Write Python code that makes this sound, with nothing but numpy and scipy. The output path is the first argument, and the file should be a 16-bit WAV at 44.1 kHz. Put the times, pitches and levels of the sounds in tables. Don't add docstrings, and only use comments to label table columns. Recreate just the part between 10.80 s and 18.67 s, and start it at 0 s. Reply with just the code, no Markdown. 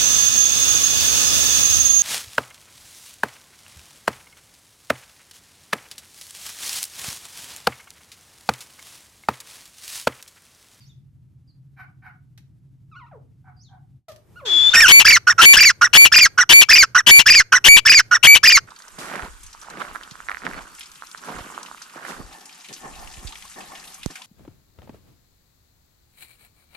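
import sys
import numpy as np
from scipy import signal
from scipy.fft import rfft, irfft, next_fast_len
from scipy.io import wavfile
from scipy.ndimage import uniform_filter1d

SR = 44100
rng = np.random.default_rng(int(sys.argv[2]) if len(sys.argv) > 2 else 0)


def file_out(sig):
    cols = np.atleast_2d(sig).T
    lim = np.clip(cols, -1, 1)
    pcm = np.round(lim * 32767).astype(np.int16)
    wavfile.write(sys.argv[1], SR, pcm)


N = 347054


def amp(db):
    return 10 ** (np.asarray(db) / 20)


def unit(x):
    return x / np.sqrt(np.mean(x ** 2) + 1e-20)


def read(points, hz):
    f, value = np.transpose(points)
    return np.interp(np.log(hz + 1), np.log(f), value)


def add(mix, start_s, sound):
    part = mix[:, max(round(start_s * SR), 0):][:, :sound.shape[-1]]
    part += sound[..., :part.shape[-1]]


def shape(x, response):
    size = next_fast_len(x.shape[-1] + 1024)
    gain = response(np.fft.rfftfreq(size, 1 / SR))
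    return irfft(rfft(x, size) * gain, size)[..., :x.shape[-1]]


def noise(size, spectrum):
    return unit(shape(rng.standard_normal(size), lambda f: amp(read(spectrum, f))))


def wander(size, hz):
    return unit(shape(rng.standard_normal(size), lambda f: np.exp(-(f / hz) ** 2)))


# frequency in Hz, level in dB.
EARLY_RUMBLE = [(25, -27), (48, -17.5), (100, -5.5), (136, 0), (200, -18), (300, -23.5), (450, -41.5),
                (1000, -47.5), (4000, -54), (14000, -58.5)]
LATE_RUMBLE = [(25, -22), (60, -8), (110, -0.5), (160, -8), (250, -17.5), (400, -15), (700, -23.5),
               (1100, -27), (4000, -39.5), (14000, -39.5)]
# time in seconds, level in dB.
EARLY_LOUDNESS = [(0, -50.5), (3.17, -50), (3.22, -65), (3.28, -85)]
LATE_LOUDNESS = [(3.27, -110), (3.29, -56), (3.5, -52), (4.498, -47.5), (6, -53), (7.87, -50.5)]
def engine(spectrum, loudness, hum_hz, hum_db, throb, throb_hz, width):
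    t = np.arange(N) / SR
    pitch = hum_hz * (1 + 0.035 * wander(N, 10.3))
    hum = amp(hum_db) * np.sin(2 * np.pi * np.cumsum(pitch) / SR)
    rumble = unit(noise(N, spectrum) + width * noise((2, N), spectrum))
    beat = 1 + throb * np.sin(2 * np.pi * throb_hz * t)
    return amp(np.interp(t, *np.transpose(loudness))) * unit((rumble + hum) * beat)


def slide(length_s, first_hz, last_hz, arch, peak_share, fade_db):
    progress = np.linspace(0, 1, int(length_s * SR))
    pitch = first_hz * (last_hz / first_hz) ** progress * 2 ** (arch * np.sin(np.pi * progress))
    slope_share = np.where(progress < peak_share, peak_share, 1 - peak_share)
    return pitch, fade_db * np.abs(progress - peak_share) / slope_share


def tone(pitch, db, overtone_db, waver):
    phase = 2 * np.pi * np.cumsum(pitch * (1 + waver * wander(len(pitch), 200))) / SR
    partials = sum(amp(overtone_db * k) * np.sin((k + 1) * phase) for k in range(3))
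    return amp(db) * unit(partials) * signal.windows.tukey(len(pitch), .05)


# start and length in seconds, first and last pitch in Hz, level in dB.
CHIRP_NOTES = [(.002, 0.042, 5000, 4300, -58), (.045, 0.05, 4720, 7100, -63),
               (0.093, 0.031, 3800, 3340, -59.5), (.675, 0.038, 5000, 4150, -64),
               (2.765, 0.034, 4900, 4450, -65), (2.791, 0.051, 4520, 6800, -57.5),
               (2.83, 0.068, 4700, 3150, -61)]
def chirps():
    out = np.zeros((2, N))
    for start, length, first_hz, last_hz, db in CHIRP_NOTES:
        pitch, swell_db = slide(length, first_hz, last_hz, arch=0.018, peak_share=0.35, fade_db=-6)
        add(out, start, tone(pitch, db + swell_db, overtone_db=-35, waver=0.018))
    return out


# start in seconds, level in dB, seconds to fade by 60 dB.
SAND_SCUFFS = [(.005, -58.5, 0.51), (1.577, -46.5, 0.053), (3.284, -46.5, 0.19), (3.318, -46, 0.051),
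               (3.361, -45, 0.025)]
# frequency in Hz, level in dB.
SAND_COLOUR = [(300, -14), (1000, -1), (3500, 3), (5500, 0.5), (9000, -8), (14000, -4.5)]
def scuffs():
    out = np.zeros((2, N))
    t = np.arange(SR // 4) / SR
    for start, db, fade_s in SAND_SCUFFS:
        fade = np.exp(-np.log(1000) * t / fade_s)
        add(out, start, amp(db) * fade * noise((2, len(t)), SAND_COLOUR))
    return out


def syrinx(pitch, rough, jitter, shimmer, breath, chaos_hz, hiss=0.15, dull_db=0):
    size = len(pitch)
    chaos = rough ** 1.661
    shaky_pitch = pitch * (1 + jitter * chaos * wander(size, chaos_hz))
    phase = 2 * np.pi * np.cumsum(shaky_pitch) / SR
    swings = np.exp(shimmer * rough * wander((5, size), chaos_hz))
    fade = amp(-dull_db * rough)
    membranes = unit(sum(swing * fade ** k * np.cos((k + 1) * phase) for k, swing in enumerate(swings)))
    return membranes + (hiss + breath * rough) * rng.standard_normal(size)


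# start and length in seconds, first pitch in Hz, level in dB,
# brightness in dB per octave.
CROW_CAWS = [(0.962, 0.095, 780, -42.5, 11), (1.215, .11, 761, -44.5, 10), (2.637, .1, 761, -51, -6),
             (2.885, 0.11, 783, -52, -15)]
# frequency in Hz, gain in dB.
CROW_COLOUR = [(400, -33), (750, 8), (1050, 7.5), (1550, 7.5), (2300, -5.5), (3400, -35), (4500, -31),
               (7000, -52)]
def crow():
    out = np.zeros((2, N))
    for start, length, hz, db, bright_db in CROW_CAWS:
        pitch, swell_db = slide(length, hz, hz * .86, arch=0.101, peak_share=0.44, fade_db=-17)
        source = syrinx(pitch, rough=0.54, jitter=0.059, shimmer=0.75, breath=2.9, chaos_hz=200)
        voice = shape(source, lambda f: amp(read(CROW_COLOUR, f) + bright_db * np.log2(1 + f / hz)))
        add(out, start, amp(db + swell_db) * unit(voice) * signal.windows.tukey(len(pitch), .2))
    return out


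# start and length in seconds, first and last pitch in Hz,
# level in dB, arch of the pitch in octaves.
WHIMPER_NOTES = [(2.114, 0.056, 1370, 1030, -48, 0), (2.151, 0.056, 1232, 1124, -42.5, 0.32),
                 (2.203, 0.053, 1150, 917, -46, -0.069), (2.259, 0.034, 1005, 950, -53, .48),
                 (2.311, 0.073, 908, 405, -45.5, -0.21), (3.282, 0.04, 703, 597, -39, -.08),
                 (3.557, 0.059, 1323, 980, -42, 0.33), (3.612, .17, 642, 308, -38, -.22)]
def whimpers(hoarse_hz=800, hoarse=0.21, muffle_hz=1500):
    out = np.zeros((2, N))
    for start, length, first_hz, last_hz, db, arch in WHIMPER_NOTES:
        pitch, swell_db = slide(length, first_hz, last_hz, arch, peak_share=.3, fade_db=-7)
        rough = hoarse / (1 + (pitch / hoarse_hz) ** 4)
        source = syrinx(pitch, rough, jitter=.1, shimmer=0.97, breath=.5, chaos_hz=200,
                        hiss=.025, dull_db=42)
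        voice = unit(shape(source, lambda f: 1 / (1 + (f / muffle_hz) ** 3)))
        add(out, start, amp(db + swell_db) * voice * signal.windows.tukey(len(pitch), .1))
    return out


# start and length in seconds, pitch in Hz, level in dB,
# swell time in seconds, how far below pitch it starts in Hz.
WHISTLE_NOTES = [(3.652, 0.253, 3460, -13.5, 0.035, 329), (3.913, 0.019, 3460, -21, .001, 3.5)]
# frequency in Hz, level in dB.
AIR_COLOUR = [(180, -70), (300, -43.5), (681, -30.5), (800, -31.5), (1650, -26), (2310, -30.5),
              (3240, -23.5), (3510, -9), (3810, -25.5), (5970, -31), (7130, -30.5), (8640, -48.5),
              (14000, -50.5)]
def whistle(flutter_db=0.95, pan_db=5.0, lift_hz=170, lift_s=0.012, air_from_s=3.648, air_to_s=3.94):
    out = np.zeros((2, N))
    for start, length, hz, db, swell_s, scoop_hz in WHISTLE_NOTES:
        t = np.arange(0, length, 1 / SR)
        slack = np.exp(-t / swell_s)
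        end_lift = lift_hz * np.exp((t - length) / lift_s)
        pitch = (hz - scoop_hz * slack + end_lift) * (1 + 0.007 * wander(len(t), 22))
        level_db = db - 36 * slack + flutter_db * wander(len(t), 67)
        note = tone(pitch, level_db, overtone_db=-32.5, waver=0.0028)
        add(out, start, note * amp([[pan_db], [-pan_db]]))
    size = int((air_to_s - air_from_s) * SR)
    add(out, air_from_s, amp(-27) * signal.windows.tukey(size, .12) * noise((2, size), AIR_COLOUR))
    return out


def gate(t, start, end, edge_s):
    return (np.tanh((t - start) / edge_s) - np.tanh((t - end) / edge_s)) / 2


def gesture(locks, length_s, attack_s, release_s, hold_db, low_hz, high_hz, climb_s, harsh,
            break_db, bend, break_s=0.0053, break_hz=1837, flip_s=0.0011, linger_s=0.0039):
    t = np.arange(0, length_s, 1 / SR)
    letting_go = np.clip(1 - (length_s - t) / release_s, 0, 1)
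    effort_db = hold_db - 30.5 * np.exp(-t / attack_s) - 39 * letting_go ** 2.2
    pitch = low_hz + (high_hz - low_hz) * gate(t, climb_s, length_s - release_s, edge_s=0.0023)
    rough = harsh + (1 - harsh) * letting_go
    breaking = np.max([gate(t, start - break_s, end + break_s, flip_s) for start, end, *_ in locks], 0)
    pitch -= breaking * np.maximum(pitch - break_hz, 0)
    effort_db += break_db * breaking
    for start, end, first_hz, last_hz, lift_db, lock_rough in locks:
        locked = gate(t, start, end, flip_s)
        glide = first_hz + (last_hz - first_hz) * np.clip((t - start) / (end - start), 0, 1) ** bend
        lingering = (t > (start + end) / 2) * np.exp(-np.maximum(t - end, 0) / linger_s)
        pitch += np.maximum(locked, lingering) * (glide - pitch)
        rough += locked * (lock_rough - rough)
        effort_db += locked * (lift_db - break_db)
    return pitch, rough, effort_db


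def stretched(controls, factor):
    steps = np.arange(len(controls[0]))
    return [np.interp(np.arange(0, len(steps), 1 / factor), steps, curve) for curve in controls]


def microphones(voice, balance, twist, lag_s=.000025, twist_hz=2310, width_hz=330):
    def phase_lag(f):
        return 2 * np.pi * f * lag_s + twist * np.exp(-((f - twist_hz) / width_hz) ** 4)
    left = shape(voice, lambda f: amp(read(balance, f) / 2))
    right = shape(voice, lambda f: amp(-read(balance, f) / 2) * np.exp(-1j * phase_lag(f)))
    return np.array([left, right])


def syllables(calls, controls, colour, balance, ragged=.07, **voice_settings):
    out = np.zeros((2, N))
    for start, stretch, tune, db, twist in calls:
        pitch, rough, effort_db = stretched(controls, stretch)
        effort_db += 1.5 * wander(len(pitch), 54)
        rough += ragged * np.abs(wander(len(pitch), 77))
        source = syrinx(pitch * tune, np.clip(rough, 0, 1), **voice_settings)
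        voice = shape(source, lambda f: amp(read(colour, f)))
        voice /= np.sqrt(uniform_filter1d(voice ** 2, size=260) + 1e-9)
        voice *= amp(effort_db + db)
        add(out, start, microphones(voice, balance, twist))
    return out


# start in seconds, length factor, pitch factor, gain in dB,
# phase twist between the microphones near the shriek's pitch in radians.
OPENER_CALLS = [(3.932, 0.98, 0.99, 1.5, -0.5)]
# start and end in seconds into the cry,
# first and last pitch in Hz, lift in dB, roughness from 0 to 1.
OPENER_TONES = [(.037, .069, 1846, 1883, 2.5, 0), (.089, .134, 1880, 1348, -0.5, 0)]
# frequency in Hz, gain in dB.
OPENER_COLOUR = [(500, -29.5), (1000, -18), (1500, 2), (1900, -8), (2700, -1.5), (3700, -19.5),
                 (4700, -17.5), (5600, -7.5), (6600, -18), (9000, -20.5), (14000, -53.5)]
# frequency in Hz, left over right in dB.
OPENER_RASP_BALANCE = [(1400, -5.5), (2000, -5), (2450, -8), (3000, 4.5), (4900, 4.5), (10000, 6)]
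def opener():
    cry = gesture(OPENER_TONES, length_s=.154, attack_s=0.0036, release_s=0.018, hold_db=-7.5,
                  low_hz=1500, high_hz=2530, climb_s=0.016, harsh=0.53, break_db=-8.5, bend=1.3)
    return syllables(OPENER_CALLS, cry, OPENER_COLOUR, OPENER_RASP_BALANCE, jitter=0.075,
                     shimmer=0.88, breath=1.0, hiss=0.13, dull_db=-0.5, chaos_hz=498)


SHRIEK_CALLS = [(4.076, 0.94, 0.98, 0.0074, 2.99), (4.611, 0.95, 0.99, 0.0069, 2.7),
                (5.130, 0.93, 0.99, 0.017, 2.74), (5.691, 0.94, 0.99, 0.0067, 2.85),
                (6.264, 0.98, 0.99, 0.014, 2.5), (6.841, 0.96, 0.99, 0.028, 1.74),
                (7.428, 0.94, 0.99, 0.0076, 0.7)]
SHRIEK_TONES = [(.046, .129, 2288, 2352, 7.8, 0.034)]
SHRIEK_COLOUR = [(500, -29), (950, 0.5), (1450, -14), (2300, 8), (3100, 3.5), (3800, -1.5), (4600, -6),
                 (5700, -4), (7500, -15.5), (14000, -16.5)]
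SHRIEK_BALANCE = [(1400, -3), (2300, 15.5), (3000, 12), (4600, 4.5), (6900, 23.5), (10000, 11.5)]
def shrieks():
    cry = gesture(SHRIEK_TONES, length_s=.172, attack_s=0.0049, release_s=.039, hold_db=-2.0,
                  low_hz=1422, high_hz=1600, climb_s=0.012, harsh=.7, break_db=-3.0, bend=0.8)
    return syllables(SHRIEK_CALLS, cry, SHRIEK_COLOUR, SHRIEK_BALANCE, ragged=0.037, jitter=0.1022,
                     shimmer=0.73, breath=0.91, hiss=0.05, dull_db=2.0, chaos_hz=409)


RASP_CALLS = [(4.246, 0.81, 0.94, 0.76, -0.69), (4.764, 0.92, 0.96, 0.33, -0.98),
              (5.317, 0.96, 0.99, 0.79, -0.99), (5.886, 0.99, 0.99, 0.77, -0.69),
              (6.457, 1.0, 0.99, 1, 0.31), (7.051, 0.98, 1, 1, 0.68), (7.630, 0.97, 0.99, 0.5, -0.87)]
RASP_TONES = [(.008, .02, 1749, 1785, 2.6, 0.13), (.046, .068, 2464, 2475, 5.6, 0.043),
              (.098, .143, 2460, 2060, 1.5, .03)]
RASP_COLOUR = [(500, -54.5), (1000, -4), (1450, 2), (2400, 2), (2800, 5), (3650, -3.5), (4300, 1),
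               (5000, 10.5), (5600, 12), (6500, 1.5), (7500, -3.5), (14000, -40)]
def rasps():
    cry = gesture(RASP_TONES, length_s=.174, attack_s=.003, release_s=.028, hold_db=-9.5,
                  low_hz=1420, high_hz=2613, climb_s=.018, harsh=0.83, break_db=-0.5, bend=1.7)
    return syllables(RASP_CALLS, cry, RASP_COLOUR, OPENER_RASP_BALANCE, ragged=0.1043, jitter=0.12,
                     shimmer=0.44, breath=0.39, hiss=0.22, dull_db=14.5, chaos_hz=499)


CHUCK_CALLS = [(4.468, 0.93, 0.94, -0.69, -0.92), (5.011, 0.97, 0.97, 0.39, -0.48),
               (5.575, 0.95, 0.98, 0.29, 0.048), (6.147, 0.96, 0.98, -0.032, 0.48),
               (6.720, 0.98, 1.0, 0.57, 0.64), (7.310, 0.97, 0.96, -0.69, 0.53)]
CHUCK_TONES = [(.022, .034, 1494, 1510, -1.5, 0.27), (.035, .06, 2027, 1673, -4.5, 0.033)]
CHUCK_COLOUR = [(500, -32), (1000, 0), (1450, 7), (2000, -2), (2900, -7.5), (3700, -15), (4500, -20),
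                (5700, 1.5), (6600, -11), (9000, -23.5), (14000, -31)]
CHUCK_BALANCE = [(1400, -4), (2000, -8), (3000, 5.5), (4000, -4.5), (5700, 6.5), (10000, -5)]
def chucks():
    cry = gesture(CHUCK_TONES, length_s=0.075, attack_s=0.003, release_s=0.031, hold_db=-7,
                  low_hz=1388.6, high_hz=1483, climb_s=.005, harsh=0.677, break_db=0.5, bend=2.4)
    return syllables(CHUCK_CALLS, cry, CHUCK_COLOUR, CHUCK_BALANCE, jitter=0.133,
                     shimmer=0.81, breath=1.0, hiss=0.33, dull_db=4.0, chaos_hz=402)


STUTTER_CALLS = [(4.579, 0.89, 0.91, 0.0014, 0.74)]
STUTTER_TONES = [(.02, .038, 1462, 1545, 4, 0.17)]
def stutter():
    cry = gesture(STUTTER_TONES, length_s=.05, attack_s=.003, release_s=0.013, hold_db=-10.5,
                  low_hz=1529, high_hz=1452, climb_s=0.011, harsh=0.63, break_db=2.5, bend=1.4)
    return syllables(STUTTER_CALLS, cry, CHUCK_COLOUR, CHUCK_BALANCE, jitter=0.078,
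                     shimmer=0.7, breath=1.0, hiss=1.0, dull_db=12, chaos_hz=400)


# frequency in Hz, seconds to fade by 60 dB.
ECHO_FADE = [(300, .45), (2000, 0.27), (5000, 0.27), (12000, 0.2)]
def field_echo(sound, echoes_per_s=2000):
    taps = rng.standard_normal((2, SR // 2)) * (rng.random((2, SR // 2)) < echoes_per_s / SR)
    hz, t, bands = signal.stft(taps, SR, nperseg=256)
    fade = np.exp(-np.log(1000) * t / read(ECHO_FADE, hz)[:, None])
    tail = signal.istft(bands * fade, SR)[1]
    return signal.fftconvolve(sound, tail / np.linalg.norm(tail[0]), axes=1)[:, :N]


def scene():
    near = opener() + stutter() + chucks() + rasps() + whistle()
    loud = shrieks()
    soft = whimpers() + scuffs()
    far = crow() + chirps()
    early_drone = engine(EARLY_RUMBLE, EARLY_LOUDNESS, hum_hz=130.5, hum_db=-2,
                         throb=0.14, throb_hz=12.0, width=0.51)
    late_drone = engine(LATE_RUMBLE, LATE_LOUDNESS, hum_hz=114, hum_db=-1.5,
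                        throb=0.35, throb_hz=4.0, width=.9)
    echo = field_echo(amp(-37.5) * near + amp(-43.5) * loud + amp(-8.0) * soft + amp(-3.0) * far)
    return near + loud + soft + far + echo + early_drone + late_drone


def record(dry, ceiling=0.63, lopsided=0.17, low_hz=8, high_hz=14400):
    upsampled = signal.resample_poly(dry, 160, 147, axis=1) / ceiling
    flattened = upsampled / (1 + np.abs(upsampled) ** 10) ** (1 / 10)
    uneven = flattened + lopsided * flattened ** 4 * (flattened > 0)
    clipped = ceiling * signal.resample_poly(uneven, 147, 160, axis=1)[:, :N]
    bass_cut = signal.lfilter(*signal.butter(1, low_hz, "high", fs=SR), clipped)
    treble_filter = signal.firwin(255, high_hz, window=("kaiser", 7), fs=SR)
    return signal.oaconvolve(bass_cut, treble_filter[None], "same")


dry = scene()
out = record(dry)
file_out(out)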